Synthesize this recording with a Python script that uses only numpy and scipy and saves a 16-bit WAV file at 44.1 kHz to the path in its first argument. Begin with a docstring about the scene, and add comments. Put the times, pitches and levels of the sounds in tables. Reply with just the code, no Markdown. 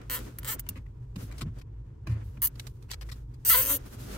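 """Car footwell, cabin closed: a nylon cable tie is pulled tight by hand, close to two microphones.
Its pawl rattles over the teeth in four pulls, plus single teeth; each snaps and knocks the taut strap.
Fingers scuff trim and mat in gritty noise bursts, a like burst clicks once, panels thump as low
decaying modes, sleeves rustle as shaped noise, and the cabin hums low with resonant noise and
an unsteady tone."""
import sys
import numpy as np
from scipy import signal
from scipy.fft import rfft, irfft, next_fast_len
from scipy.io import wavfile
from scipy.ndimage import uniform_filter1d, map_coordinates

SR = 44100
rng = np.random.default_rng(int(sys.argv[2]) if len(sys.argv) > 2 else 0)


def int16_out(signal):
    """Quantize to a 16-bit WAV file."""
    q = np.round(np.clip(np.atleast_2d(signal).T, -1, 1) * 32767)
    wavfile.write(sys.argv[1], SR, q.astype(np.int16))


def rack_gain(trim_db):
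    """Turn a fader trim in dB into the linear factor to multiply a signal by."""
    fader = np.asarray(trim_db, float)
    return 10 ** (fader / 20)


N = 184117

# Levels are relative unless marked rms; spectra give density shapes.
# left-right correlation, used below 600 Hz: f/Hz, correlation
LIKENESS = [(60, 0.99), (180, 0.97), (550, -0.01), (1650, 0.075), (4970, -0.05), (15000, 0.04)]

# cabin air modes, lower and upper group, response before squaring: f/Hz, width/Hz, level/dB
AIR_MODES = [
    [(54.83, 9.7, -3.5), (43.6, 30, -12)],
    [(118.9, 27.8, 1), (79.4, 14.3, -1.5)],
]
# hum of lower and upper group: level/dB rms
HUM_RMS_DB = [-47, -46.5]
# low tone, mean course: t/s, f/Hz, level/dB rms
DRONE_COURSE = [(0, 48.5, -47), (1.6, 48.5, -50), (1.64, 54, -52), (4.17, 54, -47.5)]
# cabin floor spectrum: f/Hz, level/dB
FLOOR_SPECTRUM = [(12, -37), (20, -11), (117, -8), (141, -11), (200, -24), (307, -21.5), (360, -25),
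                  (434, -24.5), (666, -46), (969, -35), (1750, -66), (4700, -67.5), (12000, -84.5),
                  (15600, -108), (22000, -120)]
FLOOR_MEAN_DB = -50

# sleeve movement: t/s, fine rustle level/dB, dull rustle level/dB
SLEEVE_MOVES = [(0.0, -84, -51), (0.09, -75, -59.5), (0.195, -58, -46.5), (0.28, -64, -51),
                (0.38, -74, -58.5), (0.56, -77.5, -47), (0.62, -87.5, -65), (0.722, -74.5, -56),
                (0.85, -87, -67), (1.14, -88, -68), (1.175, -67, -55), (1.235, -55, -52),
                (1.285, -63.5, -52), (1.33, -79, -56.5), (1.396, -63, -53), (1.45, -91, -63),
                (1.6, -77, -57.5), (1.63, -95, -69.5), (2.05, -95.5, -69.5), (2.12, -100, -51),
                (2.22, -77, -54), (2.25, -67, -62), (2.4, -80, -62), (2.5, -81.5, -65), (2.622, -65, -55.5),
                (2.73, -73, -66.5), (2.92, -83, -66), (3.08, -72, -62.5), (3.14, -64, -55.5),
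                (3.252, -85.5, -70), (3.79, -70.5, -51.5), (3.85, -68, -55.5), (3.865, -58, -51),
                (3.944, -57.5, -50), (3.975, -67, -51), (4.0, -56.5, -49.5), (4.17, -56.5, -43)]
# fine rustle spectrum: f/Hz, level/dB
FIBRE_SPECTRUM = [(3500, -32.5), (6500, -15), (9500, -5.5), (12500, -4), (15200, -5.5), (16200, -12),
                  (16600, -36.5)]
# middle rustle spectrum: f/Hz, level/dB
CLOTH_SPECTRUM = [(1470, -22.5), (2500, -3.5), (3800, -1.5), (6500, -2), (9000, -6.5), (13000, -30),
                  (17000, -60.5)]
# dull rustle spectrum: f/Hz, level/dB
NAP_SPECTRUM = [(120, -29), (200, -2.5), (286, -4), (595, -13.5), (793, -20), (1380, -17), (3500, -31),
                (4550, -61.5), (7700, -120)]
MIDDLE_OFFSET_DB = -3.5  # re halfway between fine and dull

# finger scuffs, and a short click at 1.613 s:
# t/s, level/dB, dull part re bright/dB, rise/ms, length/ms
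BURST_EVENTS = [(0.0138, -36, 4.5, 0.19, 1.9), (0.582, -48, 6, 2.8, 18), (0.664, -49.5, 16, 1.3, 10.5),
                (0.7063, -51, 6, .5, 6.6), (0.7533, -49.5, 11, 0.26, 23), (0.7726, -51, 8, 2.1, 15),
                (0.8598, -60.5, 13, 0.33, 9.4), (1.1578, -41, 3.5, 0.2, 6), (1.3117, -49.5, 3, .3, 18),
                (1.38, -48.5, -4, 0.92, 23), (1.4075, -34, 3.5, 0.8, 15.8), (1.582, -56.5, -5, 1.1, 16),
                (1.613, -52.5, 4, 0.45, 8), (2.0665, -48, 10, 0.18, 47), (2.0966, -56, 6, 1.4, 57),
                (2.3717, -50, 23, .2, 5), (2.5547, -53.5, -2, .4, 8), (2.5956, -35, -4, 0.16, 4.1),
                (2.6677, -45, -5.5, 0.3, 8.7), (2.8225, -53.5, -4.5, 2.7, 7.5), (2.8844, -56, 5, 2.3, 39),
                (2.9046, -34.5, -9, 2.8, 22.3), (2.93, -31.5, -1.5, 4.8, 9.4),
                (3.0093, -44, 2.5, 0.21, 17.7), (3.0885, -41.5, 1, 0.21, 9.3), (3.1133, -44, -4.5, 1.5, 18),
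                (3.334, -58.5, -3.5, 4.3, 17)]
# bright part of a burst: f/Hz, level/dB
BRIGHT_SPECTRUM = [(1470, -43), (2500, -8), (4700, -2.5), (5730, -9), (8770, -9), (9800, -14),
                   (15100, -14.5), (16500, -49)]
# dull part of a burst: f/Hz, level/dB
DULL_SPECTRUM = [(290, -68.5), (500, -2.5), (644, -23.5), (1050, 4.5), (1380, -5.5), (2060, 1),
                 (2880, -7.5), (3500, -27), (4550, -44), (7700, -120)]
BURST_PAN_DB, BURST_SPREAD_DB = 2, 3.5  # left-right mean and standard deviation

# one table a pull: t/s, tooth rate/Hz, snap level/dB, strap level/dB
PULL_COURSES = [
    [(.0983, 128.5, -39, -45.5), (.115, 133.8, -36.5, -45), (.125, 243.6, -38.5, -44.5),
     (.15, 250, -36, -42.5), (.17, 208.2, -43.5, -45.5), (.19, 114.2, -52, -53)],
    [(.4458, 124.6, -46, -48.5), (.465, 204.7, -52.5, -51), (.478, 407.7, -39, -43.5),
     (.5, 449.7, -38.5, -42.5), (.528, 367, -40, -44.5), (.552, 205.6, -50.5, -65)],
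    [(2.4188, 140, -28.5, -47.5), (2.43, 180.8, -28, -49), (2.442, 170, -25.5, -47),
     (2.448, 134.8, -24, -50), (2.459, 127.9, -26.5, -55)],
    [(3.4498, 144.4, -33.5, -57.5), (3.465, 187.5, -30, -55.5), (3.485, 417, -25, -66),
     (3.499, 674.5, -24, -33), (3.524, 671.4, -27, -33.5), (3.532, 533, -26.5, -35),
     (3.546, 509.2, -29, -28), (3.564, 477.5, -29.5, -39.5), (3.574, 520.7, -27.5, -37),
     (3.607, 521.3, -30.5, -40.5), (3.625, 290, -30.5, -48.5), (3.64, 134.2, -35, -47),
     (3.66, 104, -32.5, -49.5), (3.68, 174.6, -33, -47), (3.705, 290, -29.5, -39), (3.72, 285.5, -30, -45),
     (3.75, 277, -33, -51), (3.768, 135, -38, -60)],
]
# hold of each pull: left-right/dB, snap dullness/dB, bundle level/dB, loop starts closing t/s
PULL_HOLDS = [(0.5, -9.5, -49.5, .098), (1, -5, -52.5, .446), (1, -15.5, -70, 3.5), (2, -9, -42.5, 3.535)]
# single teeth: t/s, snap level/dB, strap level/dB, left-right/dB, snap dullness/dB
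SINGLE_TEETH = [(0.3861, -38.5, -49.5, -0.5, -12), (0.4316, -52.5, -51, -1, -7),
                (0.595, -36.5, -54.5, -0.5, -9.5), (0.6894, -32.5, -52.5, -1.5, -8.5),
                (2.4704, -28.5, -52.5, 0.5, -12.5)]
# pawl snap spectrum: f/Hz, level/dB
PAWL_SPECTRUM = [(5290, -51.5), (9000, -20), (9640, -7), (14600, 3.5), (16000, -3.5), (16300, -7.5),
                 (16500, -34.5)]
# tie head under a snap, spectrum: f/Hz, level/dB
HEAD_SPECTRUM = [(1470, -43), (2500, -23.5), (2770, -1), (3620, -16.5), (4780, -2.5), (5150, -15.5),
                 (5590, -4), (6020, -2.5), (6600, -1), (7000, -9), (7400, 0.5), (9000, 1), (11700, -25.5),
                 (19800, -120)]
# taut strap modes: f/Hz, width/Hz, level/dB
STRAP_MODES = [(836, 120, -1), (1000, 82, 8.5), (1376, 230, 3.5), (1645, 140, 5), (1830, 440, 3),
               (3180, 400, -2), (4000, 790, -7)]
# strap silent between two modes: f/Hz, width/Hz
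STRAP_NOTCH = (2496, 260)
# tied bundle modes: f/Hz, width/Hz, level/dB
BUNDLE_MODES = [(273, 47, 4.5), (538, 72, -0.5)]
CLOSING_S, LOOSE_DB = .008, -29  # loop closing time; bundle level offset while loose
POSTURE_SAMPLES = SR // 18  # the hands hold one posture this long
REPEAT_SHARE = 0.57  # power share of the pawl snap common to all teeth of one posture
STRAP_LOW_HZ = 850  # the thin strap radiates little below this
STRAP_TURN_RAD = .62  # the microphones see the strap from different sides
TIE_WALLS_DB = 0  # walls re direct snap

# panel thumps: t/s, level/dB, upper modes re own level/dB, starting pitch factor (approximate)
THUMP_EVENTS = [(0.689, -46.5, 2, 1.04), (0.757, -33.5, -7.5, 1.06), (1.159, -38, -2.5, 1.14),
                (1.225, -34, -6.5, 0.89), (1.413, -32, -3.5, 1.5), (1.454, -32, -5, 0.85),
                (2.068, -35, -6, 1.37), (2.097, -20, -17.5, 1.032), (2.186, -40.5, -5, 0.86),
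                (2.255, -32, -32, 0.91), (2.374, -48, 3, 1.3)]
# panel modes, the first two are the lowest: f/Hz, level/dB, t60/s
PANEL_MODES = [(108.3, 2, 0.31), (80.3, -1.5, 0.28), (170, 9, 0.1), (250, 2, 0.13), (290, -2.5, 0.11),
               (346, -8, 0.069), (502, -7, 0.058)]

TOP_HZ = 16000


def unit(x):
    """Scales to rms 1."""
    return x / np.sqrt(np.mean(x ** 2) + 1e-20)


def along(points, hz):
    """Interpolates (Hz, value) points on a log frequency axis."""
    f, v = np.transpose(points)
    return np.interp(np.log(hz + 1), np.log(f + 1), v)


def curves(rows):
    """One value per sample for each column after the time."""
    s, *columns = np.transpose(rows)
    return [np.interp(np.arange(N) / SR, s, column) for column in columns]


def wobble(rate_hz):
    """Smooth random curve with rate_hz knots a second."""
    knots = rng.standard_normal(int(N * rate_hz / SR) + 4)
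    return map_coordinates(knots, [np.arange(N) * rate_hz / SR])


def filtered(x, response):
    """Applies a complex frequency response."""
    n = x.shape[-1]
    m = next_fast_len(n + 8192)
    return irfft(rfft(x, m) * response(np.fft.rfftfreq(m, 1 / SR)), m)[..., :n]


def resonances(modes):
    """Causal response of second-order modes in alternating polarity."""
    def response(f):
        total = 0
        for k, (centre, width, db) in enumerate(modes):
            damping = 1j * f * width
            total = total + (-1) ** k * rack_gain(db) * damping / (centre ** 2 - f ** 2 + damping)
        return total
    return response


def hiss(spectrum, count, alike):
    """Coloured noise of rms 1 at two microphones; alike is the common power share."""
    white = rng.standard_normal((3, count))
    common, left, right = filtered(white, lambda hz: rack_gain(along(spectrum, hz)))
    return unit(np.sqrt(alike) * common + np.sqrt(1 - alike) * np.array([left, right]))


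def wide(spectrum):
    """Stereo noise of rms 1, alike in the bass and nearly unrelated from 600 Hz up."""
    def mid_side(hz):
        turn = np.arccos(np.where(hz < 600, along(LIKENESS, hz), 0.033)) / 2
        return rack_gain(along(spectrum, hz)) * [np.cos(turn), np.sin(turn)]
    mid, side = filtered(rng.standard_normal((2, N)), mid_side)
    return unit(np.array([mid + side, mid - side]))


def add(out, s, sound, pan_db, wet_db):
    """Places a sound: direct, close reflections and faint tail, different at each microphone."""
    t = np.arange(SR // 8) / SR
    decay = rack_gain(-60 * t / .024) + 0.103 * rack_gain(-60 * t / 0.036)  # t60 in s
    walls = rng.standard_normal((2, len(t))) * decay * (t > .0003)
    walls *= rack_gain(wet_db) / np.linalg.norm(walls, axis=1, keepdims=True)
    walls[:, 0] = 1  # direct sound
    panned = sound * rack_gain(np.outer([.5, -.5], pan_db))
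    heard = signal.fftconvolve(panned, walls / np.hypot(1, rack_gain(wet_db)), axes=1)
    start = round(s * SR)
    out[:, start:start + heard.shape[1]] += heard[:, :N - start]


def cabin():
    """Outside rumble excites the closed cabin's air modes, over a dull floor and an unsteady low tone."""
    hum = 0
    for db, modes in zip(HUM_RMS_DB, AIR_MODES):
        response = resonances(modes)
        rumble = filtered(rng.standard_normal(N), lambda f: response(f) ** 2)
        hum = hum + rack_gain(db) * unit(rumble)
    hz, db = curves(DRONE_COURSE)
    phase = 2 * np.pi * np.cumsum(hz + 0.813 * wobble(3)) / SR
    drone = rack_gain(db + 2.2 * wobble(4)) * np.sqrt(2) * np.sin(phase)
    floor = rack_gain(FLOOR_MEAN_DB + .7 * wobble(13)) * wide(FLOOR_SPECTRUM)
    return hum + drone + floor


def sleeves():
    """Cloth rubs in a fine, slightly grainy rustle over a dull one, following the arms."""
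    fine_db, dull_db = curves(SLEEVE_MOVES)
    middle_db = (fine_db + dull_db) / 2 + MIDDLE_OFFSET_DB
    rub_db = 2.47 * wobble(30)
    grain = rack_gain(1.2 * wobble(660))
    fine = rack_gain(fine_db) * unit(grain * wide(FIBRE_SPECTRUM))
    middle = rack_gain(middle_db) * unit(grain * wide(CLOTH_SPECTRUM))
    dull = rack_gain(dull_db + 1.86 * wobble(40)) * wide(NAP_SPECTRUM)
    return rack_gain(rub_db) * (fine + middle + dull)


def scuffs_and_click():
    """Short gritty noise bursts: fingers scuffing, and at 1.613 s a click made in the same way."""
    out, ms = np.zeros((2, N)), np.arange(SR // 8) / SR * 1000
    for s, db, dull_db, rise_ms, length_ms in BURST_EVENTS:
        envelope = (1 - np.exp(-ms / rise_ms)) * np.exp(-(ms / length_ms) ** 1.85)
        grit = rack_gain(6.5 * unit(uniform_filter1d(rng.standard_normal(len(ms)), size=40)))
        bright = hiss(BRIGHT_SPECTRUM, len(ms), alike=0.27)
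        dull = hiss(DULL_SPECTRUM, len(ms), alike=0.47)
        noise = unit(grit * (bright + rack_gain(dull_db) * dull))
        pan_db = rng.normal(BURST_PAN_DB, BURST_SPREAD_DB)
        add(out, s, rack_gain(db) * envelope * noise, pan_db, wet_db=7)
    return out


def ratchet(out, s, snaps, knocks, pan_db, dull_db):
    """Each tooth cracks, rebounds once, chatters for a few ms and gives the strap one clean knock."""
    t = np.arange(SR // 40) / SR

    def crack(start_s):
        return (t >= start_s) * rack_gain(-60 * np.abs(t - start_s) / 0.0032)

    fade = crack(0) + .7 * crack(.0021) + 0.3 * np.exp(-(t / 0.0078) ** 2)

    def same(spectrum):
        """Pawl and head answer each tooth much the same way, so fast teeth draw spectral lines."""
        answer = fade * hiss(spectrum, len(t), alike=0.47)
        return signal.fftconvolve(snaps[None], answer, axes=1)[:, :len(snaps)]

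    envelope = signal.fftconvolve(snaps, fade)[:len(snaps)]
    fresh = envelope * hiss(PAWL_SPECTRUM, len(snaps), alike=0.3)
    pawl = np.sqrt(1 - REPEAT_SHARE) * fresh + np.sqrt(REPEAT_SHARE) * same(PAWL_SPECTRUM)
    head = rack_gain(dull_db + 1.5) * same(HEAD_SPECTRUM)
    add(out, s, rack_gain(9.5) * (pawl + head), pan_db, TIE_WALLS_DB)

    def strap(hz):
        turn = np.exp(1j * STRAP_TURN_RAD * np.array([[1], [-1]]))
        thin = (1j * hz / (STRAP_LOW_HZ + 1j * hz)) ** 3
        node_hz, width_hz = STRAP_NOTCH
        gap = node_hz ** 2 - hz ** 2
        node = gap / (gap + 1j * hz * width_hz)
        return turn * thin * node * resonances(STRAP_MODES)(hz)

    add(out, s, rack_gain(40) * filtered(knocks, strap), pan_db, wet_db=-6)


def tie():
    """The pawl drops off tooth after tooth; at equal typed level, each is scaled down as the rate rises."""
    out, bundle = np.zeros((2, N)), np.zeros(N)
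    for pull, (pan_db, dull_db, bundle_db, closing_s) in zip(PULL_COURSES, PULL_HOLDS):
        s0, s1 = pull[0][0], pull[-1][0]
        t = s0 + np.arange(round((s1 - s0 + .03) * SR)) / SR
        start = round(s0 * SR)
        hz, snap_db, strap_db = [column[start:start + len(t)] for column in curves(pull)]
        hz = hz * (t < s1)
        loose = np.clip((closing_s - t) / CLOSING_S + 1, 0, 1)
        loose *= closing_s > s0 + CLOSING_S  # else gripped all through
        gripped_db = bundle_db + LOOSE_DB * loose
        at = np.flatnonzero(np.diff(np.floor(np.cumsum(hz) / SR), prepend=-1))
        luck = rng.standard_normal((len(at), 3))
        each = np.sqrt(200 / hz[at])
        shift = np.round(.035 * luck[:, 0] * SR / hz[at]).astype(int)  # uneven tooth release
        release = np.clip(at + shift, 0, None)
        snaps = np.bincount(release, each * rack_gain(snap_db[at] + 0.5 * luck[:, 1]), len(t))
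        knocks = np.bincount(release, each * rack_gain(strap_db[at] + 1.1 * luck[:, 2]), len(t))
        # the hands keep moving, so head and walls answer anew
        for first in range(0, len(t), POSTURE_SAMPLES):
            now = slice(first, first + 2 * POSTURE_SAMPLES)
            mask = np.arange(len(t[now])) < POSTURE_SAMPLES
            ratchet(out, t[first], mask * snaps[now], mask * knocks[now], pan_db, dull_db)
        bundle[start + release] = each * rack_gain(gripped_db[at] + 40 + 0.61 * luck[:, 2])
    for s, db, strap_db, pan_db, dull_db in SINGLE_TEETH:
        one = np.eye(1, SR // 25)[0]
        ratchet(out, s, rack_gain(db) * one, rack_gain(strap_db) * one, pan_db, dull_db)
    add(out, 0, filtered(bundle, resonances(BUNDLE_MODES)), 0, wet_db=-1.5)
    return out


def thumps():
    """Hands and feet bump panels, which ring low, settle in pitch and are alike at both microphones."""
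    out, t = np.zeros(N + SR), np.arange(SR // 2) / SR
    for s, db, upper_db, bend in THUMP_EVENTS:
        luck_db = rng.normal(0, 3.9, len(PANEL_MODES))
        phase = 2 * np.pi * (t + (bend - 1) * .035 * (1 - np.exp(-t / 0.0322)))
        ring = 0
        for k, (hz, level_db, t60_s) in enumerate(PANEL_MODES):
            mode_db = level_db + (k > 1) * (upper_db + luck_db[k])
            ring = ring - rack_gain(mode_db - 60 * t / t60_s) * np.sin(hz * phase)
        out[round(s * SR):][:len(t)] += rack_gain(db) * ring * (1 - np.exp(-t / 0.0066))
    return out[:N]


def scene():
    """Sums all sources at the two microphones."""
    return cabin() + sleeves() + scuffs_and_click() + tie() + thumps()


def roll_off(x):
    """The treble ends steeply here."""
    return signal.sosfilt(signal.butter(12, 17000, fs=SR, output="sos"), x)


def record(dry):
    """The camera passes little above its band limit: a smooth 32 dB step down around TOP_HZ."""
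    kept = filtered(dry, lambda hz: rack_gain(-32 / (1 + np.exp((TOP_HZ - hz) / 70))))
    return roll_off(kept)


dry = scene()
out = record(dry)
int16_out(out)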